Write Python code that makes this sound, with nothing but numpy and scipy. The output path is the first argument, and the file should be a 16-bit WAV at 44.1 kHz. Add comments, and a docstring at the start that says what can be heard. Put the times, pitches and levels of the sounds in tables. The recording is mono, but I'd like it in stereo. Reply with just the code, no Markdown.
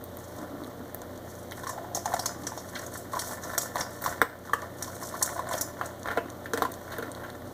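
"""A dog crunches dry kibble from a steel bowl on a mat, close to a phone in a small room.
Each pellet splits, snaps and crumbles between its teeth; its jaws clack, ringing the mouth cavity,
and saliva clicks on its lips. Pellets knock, tumble and scrape in the food-damped bowl; tongue and
fur thump and rub softly. An appliance hums behind it. The phone ducks its gain after a very loud
clack and widens the stereo image."""
import sys
import numpy as np
from scipy import signal
from scipy.fft import rfft, irfft, next_fast_len
from scipy.io import wavfile
from scipy.ndimage import uniform_filter1d

SR = 44100
rng = np.random.default_rng(int(sys.argv[2]) if len(sys.argv) > 2 else 0)


def materialize(psi):
    """Save the field psi as 16-bit PCM at rate SR to the path in sys.argv[1].

    A 1-D psi becomes a single channel; in a 2-D psi each row is a channel.
    """
    bounded = np.clip(np.atleast_2d(psi).T, -1, 1)
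    quanta = np.round(bounded * 32767).astype(np.int16)
    wavfile.write(sys.argv[1], SR, quanta)


N = 332073
TIME = np.arange(N) / SR
HIT = np.arange(8192) / SR  # time within one impact [s]


def undb(db):
    """Decibels to amplitude."""
    return 10 ** (np.asarray(db) / 20)


def unit(x):
    """Scale to rms 1."""
    return x / np.sqrt(np.mean(x ** 2))


def add(track, start_s, sound):
    """Mix a sound into a track."""
    i = max(int(start_s * SR), 0)
    track[i:i + len(sound)] += sound[:N - i]


def convolve(x, response):
    """Apply an impulse response, keeping the length."""
    return signal.oaconvolve(x, response)[:len(x)]


def colour(x, points, size=4096):
    """Minimum-phase filter through (frequency [Hz], gain [dB]) points; keeps white-noise power."""
    hz, db = np.transpose(points)
    bins_hz = np.maximum(np.fft.rfftfreq(size, 1 / SR), 1)
    gain = undb(np.interp(np.log(bins_hz), np.log(hz), db))
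    cepstrum = irfft(np.log(gain))
    cepstrum[1:size // 2] *= 2
    cepstrum[size // 2 + 1:] = 0
    response = irfft(np.exp(rfft(cepstrum)))
    return convolve(x, response / np.linalg.norm(response))


def grains(rate_hz, spread_db, even_s):
    """Random tiny impacts of unequal size, power held near 1 over even_s."""
    x, slots = np.zeros(N), N // 10
    chance, size, place, sign = rng.random((4, slots))
    size_db = spread_db * np.minimum(-np.log(1 - size), 2 * np.pi)
    onsets = ((np.arange(slots) + place) * 10).astype(int)
    x[onsets] = (chance < 10 * rate_hz / SR) * undb(size_db) * np.sign(sign - 0.5)
    span = int(even_s * SR)
    power = uniform_filter1d(uniform_filter1d(x ** 2, span), span)
    return x / np.sqrt(np.maximum(power, 1e-6))


def flicker(depth_db, samples):
    """Random gain, rms 1, smoothed over the given samples."""
    wander = unit(uniform_filter1d(rng.standard_normal(N), samples))
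    return unit(undb(depth_db * wander))


def stroke(start_s, length_s, rise_s=0.0073, fade_s=0.026):
    """Envelope of one movement: rise up to start_s, hold, decay."""
    rise = np.clip(1 + (TIME - start_s) / rise_s, 0, 1)
    return rise * np.exp(-np.clip((TIME - start_s - length_s) / fade_s, 0, 20))


def aftermath(events, share_db, fade_s):
    """Power of the loose bits that each event sets moving."""
    kicks = np.zeros(N)
    for start_s, db, *_ in events:
        kicks[int(start_s * SR)] += undb(db + share_db) ** 2
    return signal.lfilter([1], [1, -np.exp(-2 / (fade_s * SR))], kicks)


# diffuse stereo width: (frequency [Hz], side re mid [dB])
DIFFUSE_WIDTH = [(40, 7.5), (100, -3.5), (330, -1), (700, -8), (1200, -16.5), (1900, 1.5), (2600, -11),
                 (3300, 3.5), (5000, -5), (8500, -0.5), (12800, -5.5), (15000, -6)]
def spread(mid, side):
    """Diffuse sound at two microphones, most alike in the midrange."""
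    hz = np.fft.rfftfreq(len(side), 1 / SR)
    side_gain = undb(np.interp(hz, *np.transpose(DIFFUSE_WIDTH)))
    side = irfft(rfft(side) * side_gain, len(side))
    return np.array([mid + side, mid - side])


def room(x, early_db, early_t60_s, late_db, late_t60_s):
    """Direct sound, quick reflections from bowl, floor and wall, and a short tail."""
    t = TIME[:SR // 2]
    echoes = 0
    for db, t60_s in ((early_db, early_t60_s), (late_db, late_t60_s)):
        pattern = rng.standard_normal((2, len(t))) * (t > 0.0025) * undb(-60 * t / t60_s)
        echoes = echoes + undb(db) * pattern / np.linalg.norm(pattern, axis=1, keepdims=True)
    taper = 1 - (t / t[-1]) ** 2
    pair = spread(echoes[0], 1.46 * echoes[1]) * taper
    return x + np.array([convolve(x, response) for response in pair])


# room noise: (frequency [Hz], density [dB])
AIR_SPECTRUM = [(20, 0), (48, 3.5), (65, -15.5), (90, 7.5), (150, 0), (220, 6), (400, 3), (600, 8),
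                (900, -2.5), (1600, -10.5), (2600, -16.5), (3600, -15), (9000, -25.5), (15200, -13.5),
                (15800, -86)]
# appliance tones: (frequency [Hz], level [dB])
HUM_TONES = [(88.5, -52), (119, -53.5), (178.5, -57), (247.6, -57.5), (359.5, -55), (470, -59),
             (586, -54.5)]
def background():
    """Steady room noise and the wavering hum of an appliance."""
    air = spread(*(colour(noise, AIR_SPECTRUM) for noise in rng.standard_normal((2, N))))
    hum = np.zeros(N)
    for hz, db in HUM_TONES:
        wander_rad = np.cumsum(rng.standard_normal(N)) * 0.01275
        hum += np.sqrt(2) * undb(db) * np.sin(2 * np.pi * hz * TIME + wander_rad)
    return undb(-45) * air + hum * np.array([[0.85], [1.1]])


# soft friction: (frequency [Hz], density [dB])
RUB_SPECTRUM = [(80, -20), (200, 10.5), (310, 11.5), (450, -2.5), (800, -3), (1300, 1), (2500, -50),
                (6000, -54)]
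# rubs: (start [s], length [s], level [dB])
RUB_STROKES = [(0.378, 0.041, -44), (0.508, 0.05, -45.5), (0.595, 0.052, -58), (2.365, 0.11, -45),
               (6.2, 0.2, -48), (6.54, 0.15, -44.5), (7.024, 0.085, -46)]
def rustle(idle_db=-54.5):
    """Tongue, jowls and fur rub: single strokes over slight constant movement."""
    power = sum((undb(db) * stroke(start_s, length_s)) ** 2 for start_s, length_s, db in RUB_STROKES)
    friction = colour(grains(rate_hz=900, spread_db=1.5, even_s=0.032), RUB_SPECTRUM)
    return friction * np.sqrt(power + undb(idle_db) ** 2)


# tongue thumps: (time [s], level [dB], pitch [Hz])
TONGUE_THUMPS = [(0.384, -34.5, 620), (0.424, -36, 228), (0.597, -37, 305), (0.616, -34, 283),
                 (.646, -40, 303), (0.675, -35, 283), (.802, -32.5, 242), (.832, -40, 260),
                 (2.42, -37, 175)]
def licks():
    """The tongue lands on the food: a dull thump and a wet rub."""
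    out = np.zeros(N)
    envelope = (1 - np.exp(-HIT / 0.0013)) * np.exp(-HIT / 0.012)
    envelope /= envelope.max()
    for start_s, db, hz in TONGUE_THUMPS:
        thump = np.sin(2 * np.pi * hz * HIT)
        rub = unit(colour(rng.standard_normal(len(HIT)), RUB_SPECTRUM))
        add(out, start_s, undb(db) * envelope * (0.55 * thump + 0.53 * rub))
    return out


def hollow(x, hz, width_hz):
    """Cavity resonance with a moving centre; rms 1."""
    carrier = np.exp(2j * np.pi * np.cumsum(hz) / SR)
    pole = np.exp(-np.pi * width_hz / SR)
    return unit(np.real(carrier * signal.lfilter([1], [1, -pole], x / carrier)))


# pellets dragged on steel: (start [s], length [s], level [dB], from [Hz], to [Hz])
PELLET_DRAGS = [(1.657, 0.26, -46.5, 650, 716), (2.06, 0.13, -41, 745, 660),
                (3.756, 0.046, -50.5, 720, 630), (5.359, 0.063, -39, 676, 635),
                (5.458, 0.11, -47, 724, 620), (5.82, 0.033, -38.5, 707, 624), (6.628, 0.053, -49, 704, 635)]
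def scrapes():
    """Dragged pellets ring the hollow between muzzle and bowl; its pitch slides as the muzzle moves."""
    out = np.zeros(N)
    drag = grains(rate_hz=550, spread_db=-2, even_s=0.02)
    for start_s, length_s, db, from_hz, to_hz in PELLET_DRAGS:
        end_s = start_s + length_s
        span = slice(int((start_s - 0.036) * SR), int((end_s + 0.15) * SR))
        hz = np.interp(TIME[span], [start_s, end_s], [from_hz, to_hz])
        ring = hollow(drag[span], hz, width_hz=32)
        overtone = undb(-14) * hollow(drag[span], 1.42 * hz, width_hz=64)
        out[span] += undb(db) * (ring + overtone) * stroke(start_s, length_s)[span]
    return out


# loaded steel bowl: (frequency [Hz], level [dB], t60 [s])
BOWL_MODES = [(626, 1.5, 0.36), (646, 4.5, 0.16), (690, 1, 0.98), (910, -1, 0.21), (987, -1.5, 0.5),
              (1004, 11.5, 0.076), (1111, -2, 0.22), (1270, 1, 0.03), (1444, -0.5, 0.029),
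              (1537, 8.5, 0.042), (1750, 6.5, 0.03), (2217, 4, 0.035)]
def bowl_ring(favoured_hz, octaves, scatter_db, damp_s):
    """One blow: the contact point weights the modes, the food soaks up the first swing."""
    hz, db, t60_s = np.transpose(BOWL_MODES)[:, :, None]
    weight, detune, polarity = rng.standard_normal((3, len(BOWL_MODES), 1))
    gain = undb(db + scatter_db * weight) / (1 + (np.log2(hz / favoured_hz) / octaves) ** 2)
    tones = np.sin(2 * np.pi * hz * (1 + 0.015 * detune) * HIT)
    modes = np.sign(polarity) * gain * undb(-60 * HIT / t60_s) * tones
    ring = modes.sum(0) * (0.2 + np.exp(-HIT / damp_s))
    return ring / np.linalg.norm(ring)


def rim_clink(start_s=4.536, peak_db=-24):
    """A tooth catches the bare, barely damped rim: a narrow group of modes sings on."""
    out = np.zeros(N)
    ring = bowl_ring(favoured_hz=1120, octaves=0.12, scatter_db=0, damp_s=0.2)
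    add(out, start_s, undb(peak_db) * ring / np.abs(ring).max())
    return out


# muzzle pushes and chews: (start [s], length [s], stirring [dB], grinding [dB])
BITES = [(.2, 0.21, -70, -55.5), (.36, 0.099, -50.5, -76), (1.257, 0.18, -69, -55.5),
         (1.565, 0.1, -47, -52.5), (1.972, 0.018, -62, -45), (2.07, 0.22, -42.5, -48),
         (2.405, 0.29, -52, -52.5), (2.749, 0.093, -45, -47.5), (2.941, 0.052, -47, -46.5),
         (3.136, 0.023, -39, -45.5), (3.197, 0.14, -44, -42.5), (3.439, 0.09, -38.5, -45.5),
         (3.592, 0.056, -42, -41.5), (3.77, 0.023, -35, -40.5), (3.916, 0.18, -53, -50),
         (4.038, 0.083, -38, -45.5), (4.455, 0.031, -49.5, -52.5), (4.61, 0.02, -45, -56),
         (4.795, 0.17, -48, -47.5), (5.025, 0.053, -48, -42.5), (5.148, 0.22, -38, -46),
         (5.475, 0.054, -42, -60), (5.533, 0.011, -33.5, -36), (5.793, 0.053, -43, -55),
         (6.069, 0.031, -35, -66), (6.6, 0.035, -47, -51), (6.73, 0.24, -51.5, -59),
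         (6.9, 0.13, -43.5, -59), (7.173, 0.13, -46.5, -74)]
def shuffle(places=7, idle_db=-54.5):
    """Pellets, moved by bites, knocks and jaw clacks, tap the bowl and click on each other."""
    taps = [grains(rate_hz=130, spread_db=6, even_s=0.15) for _ in range(places)]
    rings = sum(convolve(tap, bowl_ring(600, octaves=2.5, scatter_db=5, damp_s=0.004)) for tap in taps)
    contacts = undb(-11.5) * colour(sum(taps), CONTACT_SPECTRUM)
    pushed = sum((undb(db) * stroke(start_s, length_s, rise_s=0.036, fade_s=0.075)) ** 2
                 for start_s, length_s, db, _ in BITES)
    knocked = aftermath(BOWL_KNOCKS, share_db=-17, fade_s=0.015)
    jolted = aftermath(JAW_SMACKS, share_db=-29.5, fade_s=0.054)
    return unit(rings + contacts) * np.sqrt(pushed + knocked + jolted + undb(idle_db) ** 2)


# hard contact of tooth or pellet: (frequency [Hz], density [dB])
CONTACT_SPECTRUM = [(500, 7), (1800, 6.5), (2800, 4.5), (3800, 6.5), (5500, 1.5), (8000, -2), (11000, -2.5),
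                    (15000, 4), (16200, -20)]
def tick(decay_s, spectrum=CONTACT_SPECTRUM):
    """Short snap of coloured noise, peak near 1."""
    envelope = np.exp(-HIT / decay_s)
    snap = colour(rng.standard_normal(len(HIT)) * envelope, spectrum)
    return 0.5 * unit(snap) * np.sqrt(np.mean(envelope ** 2))


# pellets and teeth on the bowl: (time [s], level [dB], favoured frequency [Hz])
BOWL_KNOCKS = [(0.9448, -28, 660), (1.0185, -30.5, 690), (1.635, -23.5, 1040), (1.6688, -21.5, 1070),
               (1.692, -22, 1060), (1.732, -26.5, 670), (1.778, -24.5, 765), (1.843, -31.5, 840),
               (1.954, -25.5, 766), (1.973, -20.5, 740), (2.057, -16.5, 890), (2.119, -25, 1000),
               (2.1382, -10, 745), (2.193, -19.5, 730), (2.258, -25, 970), (2.52, -26.5, 930),
               (2.575, -27.5, 680), (2.931, -30, 670), (3.1335, -17.5, 1060), (3.169, -19.5, 1035),
               (3.309, -29, 934), (3.322, -21.5, 975), (3.484, -30, 590), (3.515, -37, 1010),
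               (3.578, -20.5, 604), (3.7568, -8.5, 990), (3.8087, -26, 957), (4.0611, -13, 1066),
               (4.495, -26, 1210), (4.63, -26.5, 1220), (4.876, -26.5, 1045), (5.025, -25, 1060),
               (5.14, -25, 1130), (5.222, -24, 980), (5.321, -31, 1080), (5.364, -25, 960),
               (5.393, -17, 1005), (5.468, -26, 720), (5.512, -21, 990), (5.552, -28, 620),
               (6.173, -14, 687), (6.575, -15, 613), (6.621, -14, 760), (6.651, -20.5, 1000),
               (7.057, -27.5, 660)]
def knocks():
    """Blows on the bowl: a quick local swing, the ring and a contact tick."""
    out = np.zeros(N)
    for start_s, db, hz in BOWL_KNOCKS:
        swing = (1 - np.exp(-HIT / 0.0005)) * np.exp(-HIT / 0.004) * np.sin(2 * np.pi * hz * HIT)
        ring = bowl_ring(hz, octaves=0.55, scatter_db=2.5, damp_s=0.06)
        contact = tick(decay_s=0.0014)
        add(out, start_s, undb(db) * (undb(-1.5) * swing + undb(11) * ring + undb(-9) * contact))
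    return out


# saliva snap: (frequency [Hz], density [dB])
SALIVA_SPECTRUM = [(800, -1), (2500, -34), (3800, 15.5), (6000, -1), (10000, 29), (15200, 13), (16200, -25)]
# wet clicks: (time [s], level [dB], ping [Hz])
LIP_CLICKS = [(0.0408, -16, 14300), (.171, -19, 14000), (0.6376, -24.5, 3960), (0.646, -25, 3900),
              (0.9465, -10, 14400), (1.0181, -19, 7300), (1.177, -26, 6740), (1.3533, -25.5, 6500),
              (1.5118, -20, 5800), (2.69, -21.5, 6540), (3.99, -29, 7000), (4.62, -20, 6100),
              (4.966, -29, 7000), (6.032, -19.5, 6340), (6.302, -20, 6440), (6.718, -21, 8300),
              (6.721, -16, 14200), (6.7403, -18, 6800), (6.9842, -16, 13800), (7.1175, -17.5, 8500),
              (7.150, -20.5, 4360), (7.3024, -22, 4230)]
def clicks():
    """Saliva films snap as lips and tongue part: a sharp ping over a faint tick."""
    out = np.zeros(N)
    for start_s, db, hz in LIP_CLICKS:
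        ping = np.exp(-HIT / 0.00017) * np.sin(2 * np.pi * hz * HIT)
        add(out, start_s, undb(db) * (ping + 0.5 * tick(decay_s=0.00015, spectrum=SALIVA_SPECTRUM)))
    return out


# wet slap: (frequency [Hz], density [dB])
SLAP_SPECTRUM = [(100, -40), (400, 2), (700, -13), (1600, 19), (2100, 4.5), (2800, 10.5), (4000, -27)]
# jaw closures: (time [s], level [dB], cavity [Hz], decay [s], swell [s], thud [dB], teeth [dB])
JAW_SMACKS = [(1.521, -25, 2070, 0.0005, 0.00036, -22, 3.5), (2.472, -28, 1650, 0.0015, 0.0006, -6, -18),
              (2.757, -30.5, 2050, 0.0045, 0.0011, -26, -20), (3.579, -21, 1490, 0.0012, 0.00057, -19, 0),
              (4.2166, 0.5, 1510, 0.00038, 0.00047, -11.5, -8),
              (4.533, -11, 1150, 0.0016, 0.0069, -32, -10), (4.533, -17.5, 1770, 0.0011, 0.0032, -5, -12),
              (5.8126, -13.5, 1220, 0.001, 0.00023, -29, -16), (6.058, -22, 1480, 0.00075, 0.0003, -25, -9),
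              (6.086, -13, 1470, 0.0003, 0.00016, -38, -18), (6.104, -27, 1410, 0.0044, 0.0019, 2, -15),
              (6.1738, -18.5, 1440, 0.0034, 0.00031, 5.5, -31),
              (6.458, -26.5, 1630, 0.0021, 0.00027, -10, -6.5),
              (6.5352, -10, 1590, 0.00053, 0.00043, -4, -0.5),
              (6.5752, -16.5, 1360, 0.00061, 0.00016, -1.5, 1.5),
              (6.621, -12.5, 1070, 0.00086, 0.00091, -5, -2.5), (6.65, -23, 990, 0.0024, 0.012, -4, -5),
              (6.918, -41, 1450, 0.0099, 0.009, -9, 8), (6.985, -26, 1520, 0.0024, 0.00048, 6, -6),
              (7.025, -24.5, 1520, 0.0021, 0.00096, 0, -7), (7.235, -37.5, 1110, 0.0068, 0.003, -4, -4)]
def smacks():
    """The jaws shut: the mouth cavity rings over a dull thud, a wet slap and a tick of teeth."""
    out = np.zeros(N)
    thud_tones = np.sin(2 * np.pi * 470 * HIT) + 0.38 * np.sin(2 * np.pi * 275 * HIT)
    thud = undb(-4.5) * (1 - np.exp(-HIT / 0.0021)) * np.exp(-HIT / 0.0098) * thud_tones
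    for start_s, db, hz, decay_s, swell_s, thud_db, teeth_db in JAW_SMACKS:
        envelope = (1 - np.exp(-(HIT / swell_s) ** 2)) * np.exp(-HIT / decay_s)
        wetness = 1 - np.exp(-decay_s / 0.0096)  # quick: clean pulse; slow: wet noise
        drift_rad = np.cumsum(rng.standard_normal(len(HIT))) * 0.038
        cavity = envelope / envelope.max() * np.sin(2 * np.pi * hz * HIT + drift_rad)
        slap = tick(3.2 * decay_s, SLAP_SPECTRUM)
        teeth = tick(0.00026 + 1.77 * decay_s)
        mouth = np.sqrt(1 - wetness) * cavity + 3.34 * wetness * slap
        add(out, start_s, undb(db) * (mouth + undb(thud_db) * thud + undb(teeth_db) * teeth))
    return out


def fragment_ring(hz, modes=3):
    """A hard fragment clinks: a main mode and weaker scattered ones, each with a one-cycle decay."""
    detune, phase = rng.standard_normal((2, modes, 1))
    order = np.arange(modes)[:, None]
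    modes_hz = np.minimum(hz * 2 ** (0.18 * detune * (order > 0)), SR / 3)
    rings = np.exp(-HIT * modes_hz) * np.sin(2 * np.pi * modes_hz * HIT + phase)
    return (rings / (1 + order)).sum(0)


def crumbs(sizes=5, idle_db=-60.5):
    """Grinding catches and slips while fragments tick, louder in each bite and after each crack."""
    grit = grains(rate_hz=1000, spread_db=-4, even_s=0.055)
    ticks = sum(convolve(grains(rate_hz=22, spread_db=3.5, even_s=0.51), fragment_ring(hz))
                for hz in np.geomspace(3400, 13500, sizes))
    catching = flicker(depth_db=3, samples=400)
    grinding = colour(grit * catching + 0.76 * unit(ticks), FRACTURE_SPECTRUM)
    chewed = sum((undb(db) * stroke(start_s, length_s, rise_s=0.036, fade_s=0.032)) ** 2
                 for start_s, length_s, _, db in BITES)
    debris = aftermath(PELLET_CRACKS, share_db=-19, fade_s=0.018)
    return undb(-3) * grinding * np.sqrt(chewed + debris + undb(idle_db) ** 2)


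# breaking kibble: (frequency [Hz], density [dB])
FRACTURE_SPECTRUM = [(600, -20), (1900, -12.5), (2800, -18), (3800, -12), (4800, -6), (5500, 1.5),
                     (7400, -1), (8600, -5), (11200, -2), (12300, -8), (13700, -1), (15400, -2.5),
                     (15750, -33)]
# pellets between the teeth, and at 4.536 s the bright tick of a tooth on the bowl rim: (time [s], level [dB],
# ring [Hz], treble tilt [dB], crumble decay [s])
PELLET_CRACKS = [(1.6714, -32.5, 4630, -2, 0.013), (1.6918, -30, 6250, 0, 0.019),
                 (1.9475, -20.5, 5450, -2, 0.012), (1.967, -28, 5450, 0, 0.0071),
                 (2.057, -25, 6850, -9, 0.0055), (2.139, -29, 5800, -1, 0.0064),
                 (2.1935, -20.5, 4740, -5.5, 0.0031), (2.2584, -16.5, 5500, -4.5, 0.006),
                 (2.468, -22, 6350, -9, 0.0068), (2.576, -33.5, 6500, -12, 0.017),
                 (2.7533, -30, 4000, -19, 0.014), (2.793, -38, 5450, -5, 0.0026),
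                 (2.864, -33, 6360, 0, 0.0053), (2.973, -37, 8000, 7, 0.024),
                 (3.192, -22.5, 8900, -7.5, 0.0095), (3.217, -29, 5460, 1, 0.0067),
                 (3.272, -31.5, 7000, 9, 0.021), (3.321, -43, 9000, 10, .014),
                 (3.4352, -31.5, 6100, -7, 0.011), (3.5792, -13, 6060, 4, 0.0028),
                 (3.6168, -23.5, 6200, 2, 0.01), (3.78, -29, 6550, -12, 0.004),
                 (3.8084, -19, 5100, -15.5, 0.0029), (4.0193, -28.5, 14000, 10, 0.0033),
                 (4.0403, -29, 14200, -1, 0.028), (4.06, -26, 6900, -20, 0.0061),
                 (4.536, -28.5, 6050, 9, 0.0025), (4.824, -22, 6230, 4, 0.0032),
                 (5.0307, -31.5, 5970, -3, 0.009), (5.2256, -11.5, 8300, -1, 0.0055),
                 (5.2603, -24, 6000, 6, 0.01), (5.488, -31.5, 8150, -3, 0.0029),
                 (5.535, -27, 4200, -27, 0.0035), (5.5785, -27, 6100, -2, 0.0088),
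                 (5.6106, -17, 6000, 5.5, 0.0079), (5.858, -33, 6760, 3, 0.0078)]
def cracks(split_s=0.0019, break_lag_s=0.0014, break_s=0.0009):
    """Each pellet splits, snaps in two, then crumbles in tiny fractures that ring at its own pitch."""
    out = np.zeros(N)
    since_break = HIT - break_lag_s
    split = undb(-10) * np.exp(-HIT / split_s)
    snap = split + undb(2) * (since_break > 0) * np.exp(-np.abs(since_break) / break_s)
    for start_s, db, hz, treble_db, crumble_s in PELLET_CRACKS:
        noise, size = rng.standard_normal((2, len(HIT)))
        crumble = undb(-6.5) * np.exp(-HIT / crumble_s)
        clumps = unit(undb(4.5 * unit(uniform_filter1d(size, size=24))))  # sub-millisecond bursts
        fractures = noise * np.hypot(snap, crumble * clumps)
        ring = signal.lfilter(*signal.iirpeak(hz, Q=4, fs=SR), fractures)
        crunch = unit(unit(fractures) + 0.6 * unit(ring))
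        crunch = colour(crunch, [(3000, -treble_db), (14000, treble_db)], size=256)
        crunch = colour(crunch, FRACTURE_SPECTRUM, size=512)
        crunch = unit(crunch) * np.sqrt(np.mean(snap ** 2 + crumble ** 2))
        tooth = undb(2) * tick(decay_s=0.0005)
        add(out, start_s, undb(db) * (tooth + crunch))
    return out


def scene():
    """Crunching, lips, jaws and bowl, each with its share of the room, over the background."""
    crunch = room(cracks() + crumbs(), early_db=-5.5, early_t60_s=0.018, late_db=-9, late_t60_s=0.31)
    lips = room(clicks(), early_db=-16, early_t60_s=0.03, late_db=-18, late_t60_s=0.12)
    jaws = room(smacks(), early_db=-6.5, early_t60_s=0.061, late_db=-12.5, late_t60_s=0.43)
    bowl = knocks() + rim_clink() + shuffle() + scrapes() + licks() + rustle()
    bowl = room(bowl, early_db=-9, early_t60_s=0.043, late_db=-9, late_t60_s=0.046)
    return background() + bowl + lips + jaws + crunch


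def gain_control(x, threshold_db=-18.5, cut_db_per_db=0.69, recover_db_per_s=27.5, smooth_s=0.031):
    """Gain drops after a very loud clack, then creeps back."""
    power = uniform_filter1d(np.mean(x ** 2, axis=0), size=128)
    over_db = np.maximum(10 * np.log10(np.maximum(power, 1e-12)) - threshold_db, 0)
    recovery_db = recover_db_per_s * TIME
    held_db = np.maximum.accumulate(over_db + recovery_db) - recovery_db
    pole = np.exp(-1 / (smooth_s * SR))
    return x * undb(-cut_db_per_db * signal.lfilter([1 - pole], [1, -pole], held_db))


# stereo widening: (frequency [Hz], left phase re right [rad])
WIDENING_PHASE = [(0, 0), (1920, 0.0), (2300, -3.1), (3080, -3.2), (3350, -6.2), (4300, -6.3), (4700, -9.4),
                  (5280, -9.5), (7480, -15.6), (8050, -15.9), (8520, -18.8), (9400, -19.8), (10200, -22.0),
                  (10600, -22.5), (15100, -34.5), (16400, -34.6)]
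def record(dry):
    """The phone rides its gain, widens the image by interchannel phase and cuts deep bass and top."""
    low_hz, top_hz = 38, 16400
    size = next_fast_len(N + SR // 10)
    phase_rad = np.interp(np.fft.rfftfreq(size, 1 / SR), *np.transpose(WIDENING_PHASE))
    rotation = np.exp(0.5j * phase_rad * np.array([[1], [-1]]))
    wide = irfft(rfft(gain_control(dry), size) * rotation, size)[:, :N]
    wide = signal.sosfilt(signal.butter(2, low_hz, "high", fs=SR, output="sos"), wide)
    return signal.sosfilt(signal.ellip(8, 0.2, 70, top_hz, fs=SR, output="sos"), wide)


dry = scene()
out = record(dry)
materialize(out)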